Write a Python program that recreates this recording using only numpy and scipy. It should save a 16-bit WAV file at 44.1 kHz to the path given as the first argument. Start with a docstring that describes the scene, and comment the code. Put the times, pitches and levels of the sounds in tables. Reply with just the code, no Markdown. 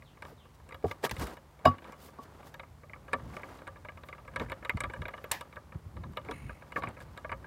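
"""A plastic bucket of hand tools is hauled up a scaffold on a rope, the microphone inside it.
A town murmur, a faint hum and low wind buffeting run throughout, made of shaped noise and a sine.
Friction noise scuffs and ringing tools clack all along; early on a bird chirps twice in falling sines.
From 0.3 s the bucket bumps the frame with struck resonances, from 0.9 s dying noise adds bright slaps.
Near the end one tool slides with a throbbing whistle of noise through resonances."""
import sys
import numpy as np
from scipy import signal
from scipy.fft import rfft, irfft, next_fast_len
from scipy.io import wavfile

SR = 44100
rng = np.random.default_rng(int(sys.argv[2]) if len(sys.argv) > 2 else 0)


def to_wav(s):
    """Save 16-bit WAV."""
    ch = np.atleast_2d(s).T  # columns
    pcm = np.round(np.clip(ch, -1, 1) * 32767)  # PCM
    wavfile.write(sys.argv[1], SR, pcm.astype(np.int16))


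N = 328986

# resonances of the tools, the last six broad and dry: pitch_hz, level_db, t60_s (time to fall by 60 dB)
TOOL_MODES = [(541.7, -0.5, 0.13), (592, 4, 0.056), (976, 5.5, 0.048), (1178.4, 3.5, 0.073),
              (1269, -1, 0.072), (1672.5, 1.5, 0.039), (2036, -1.5, 0.007), (2189.6, 9.5, 0.01),
              (2292, -19, 0.084), (2913, -6, 0.044), (3350, -12.5, 0.037), (3656, 4.5, 0.0078),
              (4680, -11, 0.019), (7400, -10.5, 0.026), (781, 4, 0.015), (1801, 1.5, 0.023),
              (3250, -2, 0.0062), (5810, 7.5, 0.00088), (8620, 11.5, 0.00074), (12900, 0, 0.0028)]
# level of the steady rubbing of the load: time_s, level_db
RUBBING = [(0, -67), (.6, -67), (1.0, -59.5), (1.45, -66), (1.9, -62), (2.4, -56.5), (2.8, -69),
           (3.3, -52.5), (3.9, -64), (4.5, -58), (5.2, -56.5), (5.7, -64.5), (6.4, -59), (6.9, -59),
           (7.46, -59)]
# single scuffs: middle_s, half_length_s, rub_db, swish_db, sizzle_db
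STROKES = [(.285, 0.042, -58.5, -69, -68), (.55, 0.0091, -84, -68, -80), (.89, 0.038, -57, -61.5, -82),
           (1.052, 0.014, -37.5, -40, -80), (1.14, 0.057, -56, -62, -80), (1.22, 0.026, -40, -47, -69),
           (1.29, 0.054, -46, -60, -80), (1.7, 0.057, -46.5, -88, -84), (1.87, 0.062, -54.5, -74, -92),
           (2.045, 0.045, -63, -61.5, -57), (2.23, 0.016, -69.5, -65, -80), (2.47, 0.022, -65, -64.5, -62),
           (3.35, 0.027, -55, -71, -75), (3.52, 0.072, -56, -69, -82), (4.07, .02, -90, -90, -63),
           (4.42, 0.023, -42.5, -64, -80), (6.27, 0.024, -55.5, -79, -85), (6.78, 0.017, -47, -60, -72),
           (6.87, 0.045, -49.5, -85, -85), (7.02, 0.016, -58, -64, -90)]


def amp(db):
    """Gain of a dB value."""
    return 10 ** (np.asarray(db) / 20)


def rms_one(x):
    """Scale to rms 1."""
    return x / np.sqrt(np.mean(x ** 2) + 1e-20)


def in_time(rows):
    """Columns of a curve table, joined by straight lines, at every sample."""
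    s, *columns = np.transpose(rows)
    return [np.interp(np.arange(N) / SR, s, c) for c in columns]


def drift(rate_hz):
    """Random wandering of rms 1: noise smoothed to keep what is slower than about rate_hz."""
    step = 40   # computed only at every 40th sample, then joined by lines
    r = np.exp(-2 * np.pi * rate_hz * step / SR)
    noise = rng.standard_normal(N // step + 2002)
    slow = signal.lfilter([1], [1, -2 * r, r * r], noise)[2000:]   # skip the filter's start
    return np.interp(np.arange(N) / step, np.arange(len(slow)), rms_one(slow))


def colour(x, spectrum):
    """Shape a signal to a spectrum in dB per Hz, power kept for white input."""
    hz, level_db = np.transpose(spectrum)
    size = next_fast_len(N)
    bins_hz = np.maximum(np.arange(size // 2 + 1) * SR / size, 1)
    gain = amp(np.interp(np.log(bins_hz), np.log(hz), level_db, left=-90, right=-90))
    return irfft(rfft(x, size) * rms_one(gain), size)[:N]


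def swells(rows):
    """Sums of bell-shaped swells, one gain curve for each dB column."""
    out = np.zeros((len(rows[0]) - 2, N))
    for middle_s, half_s, *level_db in rows:
        first = max(round((middle_s - 3 * half_s) * SR), 0)
        last = min(round((middle_s + 3 * half_s) * SR), N)
        near = np.arange(first, last)
        bell = np.exp(-((near / SR - middle_s) / half_s) ** 2)
        out[:, near] += amp(level_db)[:, None] * bell
    return out


def ring(x, hz, t60_s):
    """A resonance: a unit click sets a dying sine of starting height 1 ringing."""
    r, w = amp(-60 / (t60_s * SR)), 2 * np.pi * hz / SR
    return signal.lfilter([0, np.sin(w)], [1, -2 * r * np.cos(w), r * r], x + 1e-18)


def struck(blows, modes, tilt_hz, spread_db, sparse, swell_cycles):
    """Each blow is a short dying chatter of contacts; it drives every mode with a strength of its own.

    A blow lists its start in s, a level in dB at each tilt_hz, and the fading time of its chatter in s."""
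    size = 2048   # samples of chatter
    t = np.arange(size) / SR
    hz = np.array(modes)[:, 0]
    drive = np.zeros((len(modes), N + size))
    softer = np.exp(-np.outer(hz, t) / 60.0)   # later contacts are softer and lose the treble
    luck = rng.standard_normal((len(blows), len(modes) + 2 * size))
    for (start_s, *tilt_db, length_s), row in zip(blows, luck):
        mode_luck, size_luck, push = np.split(row, [len(modes), len(modes) + size])
        contacts = push * amp(sparse * size_luck)
        contacts[0] = np.max(np.abs(contacts[:60]))   # the first touch is firm
        contacts *= np.exp(-t / np.clip(length_s, .0003, .015))
        contacts /= np.sqrt(np.sum(contacts ** 2))
        # what the chatter holds at each mode
        reach = np.abs(rfft(contacts))[np.round(hz * size / SR).astype(int)]
        mode_db = np.interp(np.log(hz), np.log(tilt_hz), tilt_db)
        strength = amp(mode_db + spread_db * mode_luck)
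        strength /= np.sqrt(reach ** 2 + 0.092)   # evens out the share each mode gets of the blow
        at = round(start_s * SR)
        drive[:, at:at + size] += strength[:, None] * contacts * softer
    out = np.zeros(N)
    for d, (f, db, t60_s) in zip(drive, modes):
        # a mode takes some cycles to swell, so the lows come late: a wide resonance of gain 1 goes first
        unit_gain = 2 * np.log(1000) * f / (swell_cycles * SR)
        swell = unit_gain * ring(d[:N], f, swell_cycles / f)
        out += amp(db) * ring(swell, f, t60_s)
    return out


def town():
    """A far murmur of shaped steady noise, and a hum: a sine wavering in pitch and level."""
    # spectrum of the murmur: pitch_hz, level_db (per Hz, relative)
    murmur_spectrum = [(15, -63), (25, 5.5), (76, 13.5), (149, -9.5), (301, -6.5), (531, -7), (1070, -5.5),
                       (1190, -9.5), (1520, -16), (2220, -15), (2610, -19), (14800, -28.5), (16000, -28)]
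    # level of the hum: time_s, level_db
    hum_level = [(0, -61.5), (3, -62.5), (4, -65.5), (7.46, -62)]
    murmur = amp(-59.5) * colour(rng.standard_normal(N), murmur_spectrum)
    hum_hz = 149 + 1.35 * drift(4.2)
    phase = 2 * np.pi * np.cumsum(hum_hz) / SR
    hum = amp(in_time(hum_level)[0] + 0.62 * drift(4)) * np.sin(phase)
    return murmur + hum


def wind():
    """Low buffeting at the microphone: deep noise with a wandering level, swelling in gusts."""
    # steady level: time_s, level_db
    wind_level = [(0, -59), (.8, -59.5), (1.4, -67.5), (2.2, -61.5), (3.0, -56), (3.7, -55.5), (4.4, -57),
                  (5.1, -57), (5.6, -57.5), (6.1, -48), (6.7, -58.5), (7.46, -53)]
    # spectrum: pitch_hz, level_db (per Hz, relative)
    buffet_spectrum = [(12, -39), (20, -50), (53, 6.5), (92, 6.5), (170, -3), (343, -15), (398, -17.5),
                       (449, -61), (500, -38), (650, -62), (1100, -120)]
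    # added swells: middle_s, half_length_s, level_db
    gusts = [(1.125, 0.011, -34), (1.22, 0.036, -34.5), (3.26, 0.055, -45), (4.42, 0.096, -44.5),
             (4.755, 0.011, -30.5), (4.86, 0.05, -46.5), (5.01, 0.032, -37.5), (5.76, 0.0077, -31),
             (5.865, 0.01, -43.5), (5.98, 0.038, -44), (6.08, 0.035, -41), (6.36, 0.014, -47.5),
             (6.46, 0.045, -43.5), (6.85, 0.062, -43), (7.05, 0.078, -55), (7.33, 0.031, -50.5)]
    gain = amp(in_time(wind_level)[0] + 0.49 * drift(9.0)) + swells(gusts)[0]
    return gain * colour(rng.standard_normal(N), buffet_spectrum)


def scuff():
    """Uneven grains of friction: part rings the tools, part is a broad rub and a bright swish."""
    # spectra of the two: pitch_hz, level_db (per Hz, relative)
    rub_spectrum = [(88, -68), (150, -7), (192, 1), (444, -2.5), (596, -2.5), (885, -4), (1220, -5),
                    (5000, -30), (6500, -119), (11000, -120)]
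    swish_spectrum = [(1760, -9.5), (3000, 3), (4230, 1), (4570, 2), (9870, -4), (12500, -5), (16000, -7.5)]
    steady_db = in_time(RUBBING)[0]
    rub_stroke, swish_stroke = swells(STROKES)[:2]
    rub_gain = amp(steady_db) + rub_stroke
    swish_gain = amp(steady_db - 17) + swish_stroke
    rub_grains = rng.standard_normal(N) * amp(2.2 * drift(80))
    swish_grains = rng.standard_normal(N) * amp(2.5 * drift(150))
    rings = rms_one(sum(amp(db) * ring(rub_grains, hz, t60_s) for hz, db, t60_s in TOOL_MODES[:10]))
    rub = rms_one(colour(rub_grains, rub_spectrum)) + 0.12 * rings
    swish = rms_one(colour(swish_grains, swish_spectrum))
    return rub_gain * rub + swish_gain * swish


def ticks():
    """Faint touches at random moments, more where the rubbing is loud, as rows like the clacks."""
    count, middle_db, spread_db, treble_db = 30, -51, 3, -13
    busy = np.cumsum(amp(in_time(RUBBING)[0]))
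    when, size = rng.random((count, 2)).T
    starts_s = np.interp(when, busy / busy[-1], np.arange(N) / SR)
    return [(s, middle_db + spread_db * (2 * z - 1), treble_db) for s, z in zip(starts_s, size)]


def tools():
    """Clacks and ticks ring the tools; hard blows ring brighter and chatter longer, each with its own treble."""
    # the louder clacks: start_s, level_db (relative strength of the blow), treble_db (beside that level)
    clacks = [(0.0221, -48.5, -8), (.171, -50, -21), (0.222, -33, -8.5), (0.2496, -40.5, -2),
              (0.6895, -46.5, 0), (.7084, -45, -18), (0.722, -36, -9), (0.7438, -35.5, -4.5),
              (0.844, -39.5, -25), (0.8822, -40, -12), (0.9114, -28, -15), (1.0293, -37, -6),
              (1.036, -31, -5), (1.047, -39, -17), (1.063, -29.5, -29), (1.0945, -37, 5),
              (1.1132, -51, -21), (1.1655, -34, -3), (1.196, -36, 2), (1.2226, -37.5, -4), (1.2689, -37, 3),
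              (1.369, -38, -12), (1.6533, -15, -7), (1.7826, -42, -7), (1.843, -42, -16), (1.8784, -46, -6),
              (1.922, -46.5, 6.5), (2.0863, -49, -24), (2.2343, -57, 11), (2.4294, -47, -15),
              (2.5412, -33.5, -6.5), (2.5957, -34.5, -16), (2.6327, -39.5, -33), (2.8339, -44, -40),
              (2.8963, -48, -18), (2.9338, -40.5, -18), (2.9592, -46.5, -30), (3.0808, -36.5, -23),
              (3.1317, -17.5, -13.5), (3.1951, -45, -12), (3.3353, -44, -18), (3.366, -32, -12),
              (3.3948, -38.5, -19), (3.4333, -34.5, -20), (3.588, -44, -13), (3.618, -44, -24),
              (3.6695, -37, -17), (3.675, -30, -17), (3.7581, -43, -31), (3.8485, -36.5, -11),
              (3.8859, -33, -20), (3.9726, -40.5, -10), (4.0349, -41, -12), (4.0861, -35.5, -3.5),
              (4.127, -36.5, -22), (4.18, -39, -28), (4.25, -46, -13), (4.2776, -37, -17),
              (4.336, -43, -20), (4.36, -21, -11.5), (4.3976, -26.5, -12.5), (4.411, -30, -22),
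              (4.4237, -40, -18), (4.4607, -44, -22), (4.4854, -46, -20), (4.498, -30.5, -10.5),
              (4.5182, -24, -15), (4.6263, -35.5, -38), (4.6488, -27, -8.5), (4.695, -22, -5.5),
              (4.7703, -30.5, -5), (4.8044, -23.5, -9.5), (4.8368, -21, -18), (4.8512, -34, -36),
              (4.8984, -32.5, -13), (4.936, -30.5, -12.5), (4.9598, -37.5, -36), (5.0186, -29.5, -13),
              (5.0543, -29.5, -20), (5.082, -27, -13), (5.1358, -28, -24), (5.1781, -37.5, -11),
              (5.241, -29.5, -10), (5.3157, -30.5, 21.5), (5.4096, -31, -4), (5.5265, -41.5, -16),
              (5.5587, -43, -6), (5.5661, -31.5, -68), (5.7216, -42.5, -24), (5.7464, -45, -30),
              (5.9662, -39, -19.5), (6.0357, -37, -22), (6.123, -63, 9), (6.134, -56.5, 8),
              (6.164, -42.5, -37), (6.1709, -24.5, -14.5), (6.248, -46, -3), (6.2867, -33, -39),
              (6.3108, -29, -10), (6.4946, -33.5, -35), (6.6223, -42, -18), (6.6651, -53, -20),
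              (6.721, -34, -13), (6.76, -19, -59), (6.7768, -39, -23), (6.8215, -32, -23),
              (6.8345, -27, -12), (6.854, -44, -20), (6.8727, -36, -21), (6.8874, -41, -4),
              (6.9687, -38, -51), (7.003, -35.5, -15), (7.175, -35, -3.5), (7.2465, -29, -70),
              (7.2939, -30.5, -33), (7.3166, -26.5, -11.5), (7.3264, -26.5, -56), (7.4432, -41, -38)]
    blows = []
    for start_s, db, treble_db in clacks + ticks():
        harder_db = db + 35   # beside a clack of -35 dB
        low_db = db - 4 - 0.26 * harder_db   # the low ring grows less than the blow
        chatter_s = 0.0051 * amp(0.28 * harder_db)
        blows.append((start_s, low_db, db, db + treble_db, chatter_s))
    return amp(-10) * struck(blows, TOOL_MODES, tilt_hz=[800, 2100, 6000], spread_db=3.0,
                             sparse=5.37, swell_cycles=7.66)


def bird():
    """Two falling whistles: sines gliding down, blurred by many far echoes made of dying noise."""
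    # start_s, length_s, from_hz, to_hz, level_db (of the whistle before its echoes)
    chirps = [(0.033, 0.08, 4740, 2400, -68.5), (0.36, 0.085, 4340, 2500, -68.5)]
    out = np.zeros(N)
    for start_s, length_s, from_hz, to_hz, db in chirps:
        share = np.linspace(0, 1, round(length_s * SR))
        pitch_hz = to_hz + (from_hz - to_hz) * (1 - share) ** 1.4   # the fall flattens towards its end
        whistle = np.sin(np.pi * share) * np.sin(2 * np.pi * np.cumsum(pitch_hz) / SR)
        out[round(start_s * SR):][:len(share)] = amp(db) * whistle
    t = np.arange(SR // 4) / SR
    echoes = rng.standard_normal(len(t)) * amp(-60 * t / 0.37)   # falls at 60 dB in 0.37 s
    return out + amp(-25.5) * signal.fftconvolve(out, echoes)[:N]


def bucket():
    """Bumps: boom of the air inside, the base, two knocks of the wall, the ring of the struck frame."""
    # start_s, level_db (relative strength), then beside that level: boom_db, base_db, upper_knock_db,
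    # frame_db; last contact_s (fading time of the chatter)
    bumps = [(0.321, -42.5, -18, -10, -25, -26, 0.0034), (0.841, -17.5, -12, -28, -8.5, -24.5, 0.001),
             (0.853, -26.5, -6.5, -13, -4, -25, 0.0021), (1.037, -21.5, -17.5, -23, -10, -17, 0.0063),
             (1.646, -45, -6, -12, 17, 6, 0.0063), (1.656, -20.5, 5.5, 5, 13, 6, 0.0015),
             (1.67, -30.5, 4.5, 11, 5.5, 14.5, 0.0077), (1.925, -50, -21, -13, -18, 4.5, 0.0047),
             (2.187, -46.5, -10, 3, 1, 10, 0.0027), (3.141, -37.5, -13, -4, 2, -15.5, 0.0072),
             (4.408, -28, -15, -6, -11.5, -18, 0.0042), (6.29, -32.5, -22.5, -17, -5.5, -8, 0.0036),
             (6.305, -32.5, -16, -7.5, -11, -19, 0.006), (6.779, -42, -10, -6, 1, 6, 0.0053),
             (6.837, -40.5, -15, -13, -1, 10, 0.0035)]
    # resonances of the bucket and, from 1 kHz up, of the steel frame: pitch_hz, level_db, t60_s
    bucket_modes = [(64, -33, 0.17), (137.8, 3, 0.086), (196, -7.5, 0.013), (336, -3, 0.051),
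                    (653, 0, 0.037), (900, 6, 0.012), (1108, -5.5, 0.066), (95, 1, .13), (247, -2, .13),
                    (442, 4, .042), (719, 4, .036), (1131, -2, .13), (2885, -22, .09), (3785, -20, .045),
                    (4885, -25, .07), (5045, -21, .04), (8200, -54, 0.081)]
    blows = []
    for start_s, db, boom_db, base_db, knock_db, frame_db, contact_s in bumps:
        # blows above -20 dB brighten the top of the frame, softer ones dull it
        frame_top_db = frame_db + 0.54 * (db + 20)
        blows.append((start_s, db + boom_db, db + base_db, db, db + knock_db,
                      db + frame_db, db + frame_top_db, contact_s))
    return struck(blows, bucket_modes, tilt_hz=[140, 243, 413, 692, 1100, 2500], spread_db=1.5,
                  sparse=2.06, swell_cycles=6.2)


def slaps():
    """Noise that starts at once and dies away, with a sizzle on top that the scuffs share."""
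    # start_s, level_db (relative), t60_s
    slap_rows = [(0.9135, -38, 0.033), (1.039, -31.5, 0.051), (1.049, -25.5, 0.045), (1.1119, -27, 0.034),
                 (1.6514, -37, 0.15), (3.1267, -50, 0.023), (5.3134, -31.5, 0.21), (5.412, -45.5, 0.0098),
                 (6.759, -48, 0.054)]
    # spectrum of the body: pitch_hz, level_db (per Hz, relative)
    slap_spectrum = [(290, -18), (500, -22), (919, -10.5), (1380, -27), (1720, -10), (2130, -20),
                     (4400, -26.5), (5090, -27.5), (16000, -50.5)]
    t = np.arange(N) / SR
    body_gain, sizzle_gain = np.zeros(N), swells(STROKES)[2]
    for start_s, db, t60_s in slap_rows:
        dying = (t >= start_s) * amp(db - 60 * np.abs(t - start_s) / np.clip(t60_s, .01, .4))
        body_gain = body_gain + dying
        sizzle_gain = sizzle_gain + amp(-9.5) * dying
    treble_only = signal.butter(2, 10500, "high", fs=SR, output="sos")
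    sizzle = signal.sosfilt(treble_only, rng.standard_normal(N))
    body = amp(-0.5) * colour(rng.standard_normal(N), slap_spectrum)
    return body_gain * body + sizzle_gain * sizzle


def slide():
    """A tool slides: throbbing friction noise whistles through a few resonances."""
    # level, silent outside these times: time_s, level_db (before the throb, for a resonance of 0 dB)
    slide_level = [(6.3, -71), (6.335, -61), (6.42, -67), (6.5, -68.5), (6.62, -78)]
    # resonances: pitch_hz, width_hz (about), level_db
    slide_rings = [(2200, 140, 4), (2550, 200, 0), (3950, 200, -12), (6800, 450, -12), (9200, 600, -5)]
    t = np.arange(N) / SR
    throb = 1 + .4 * np.sin(2 * np.pi * 47.5 * t)   # 47.5 throbs a second
    noise = rng.standard_normal(N)
    rings = sum(amp(db) * rms_one(ring(noise, hz, 2.0 / width_hz)) for hz, width_hz, db in slide_rings)
    sliding = (t > slide_level[0][0]) * (t < slide_level[-1][0])
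    return sliding * amp(in_time(slide_level)[0]) * throb * rings


def scene():
    """All sources at one microphone."""
    return (town() + wind() + scuff() + tools() + bird() + bucket() + slaps() + slide())[None]


def record(dry):
    """The deepest bass (below 48 Hz) and the top (above 16500 Hz) are cut by filters."""
    bass_cut = signal.sosfilt(signal.butter(4, 48, "high", fs=SR, output="sos"), dry)
    return signal.sosfilt(signal.cheby2(12, 50, 16500, fs=SR, output="sos"), bass_cut)


dry = scene()
out = record(dry)
to_wav(out)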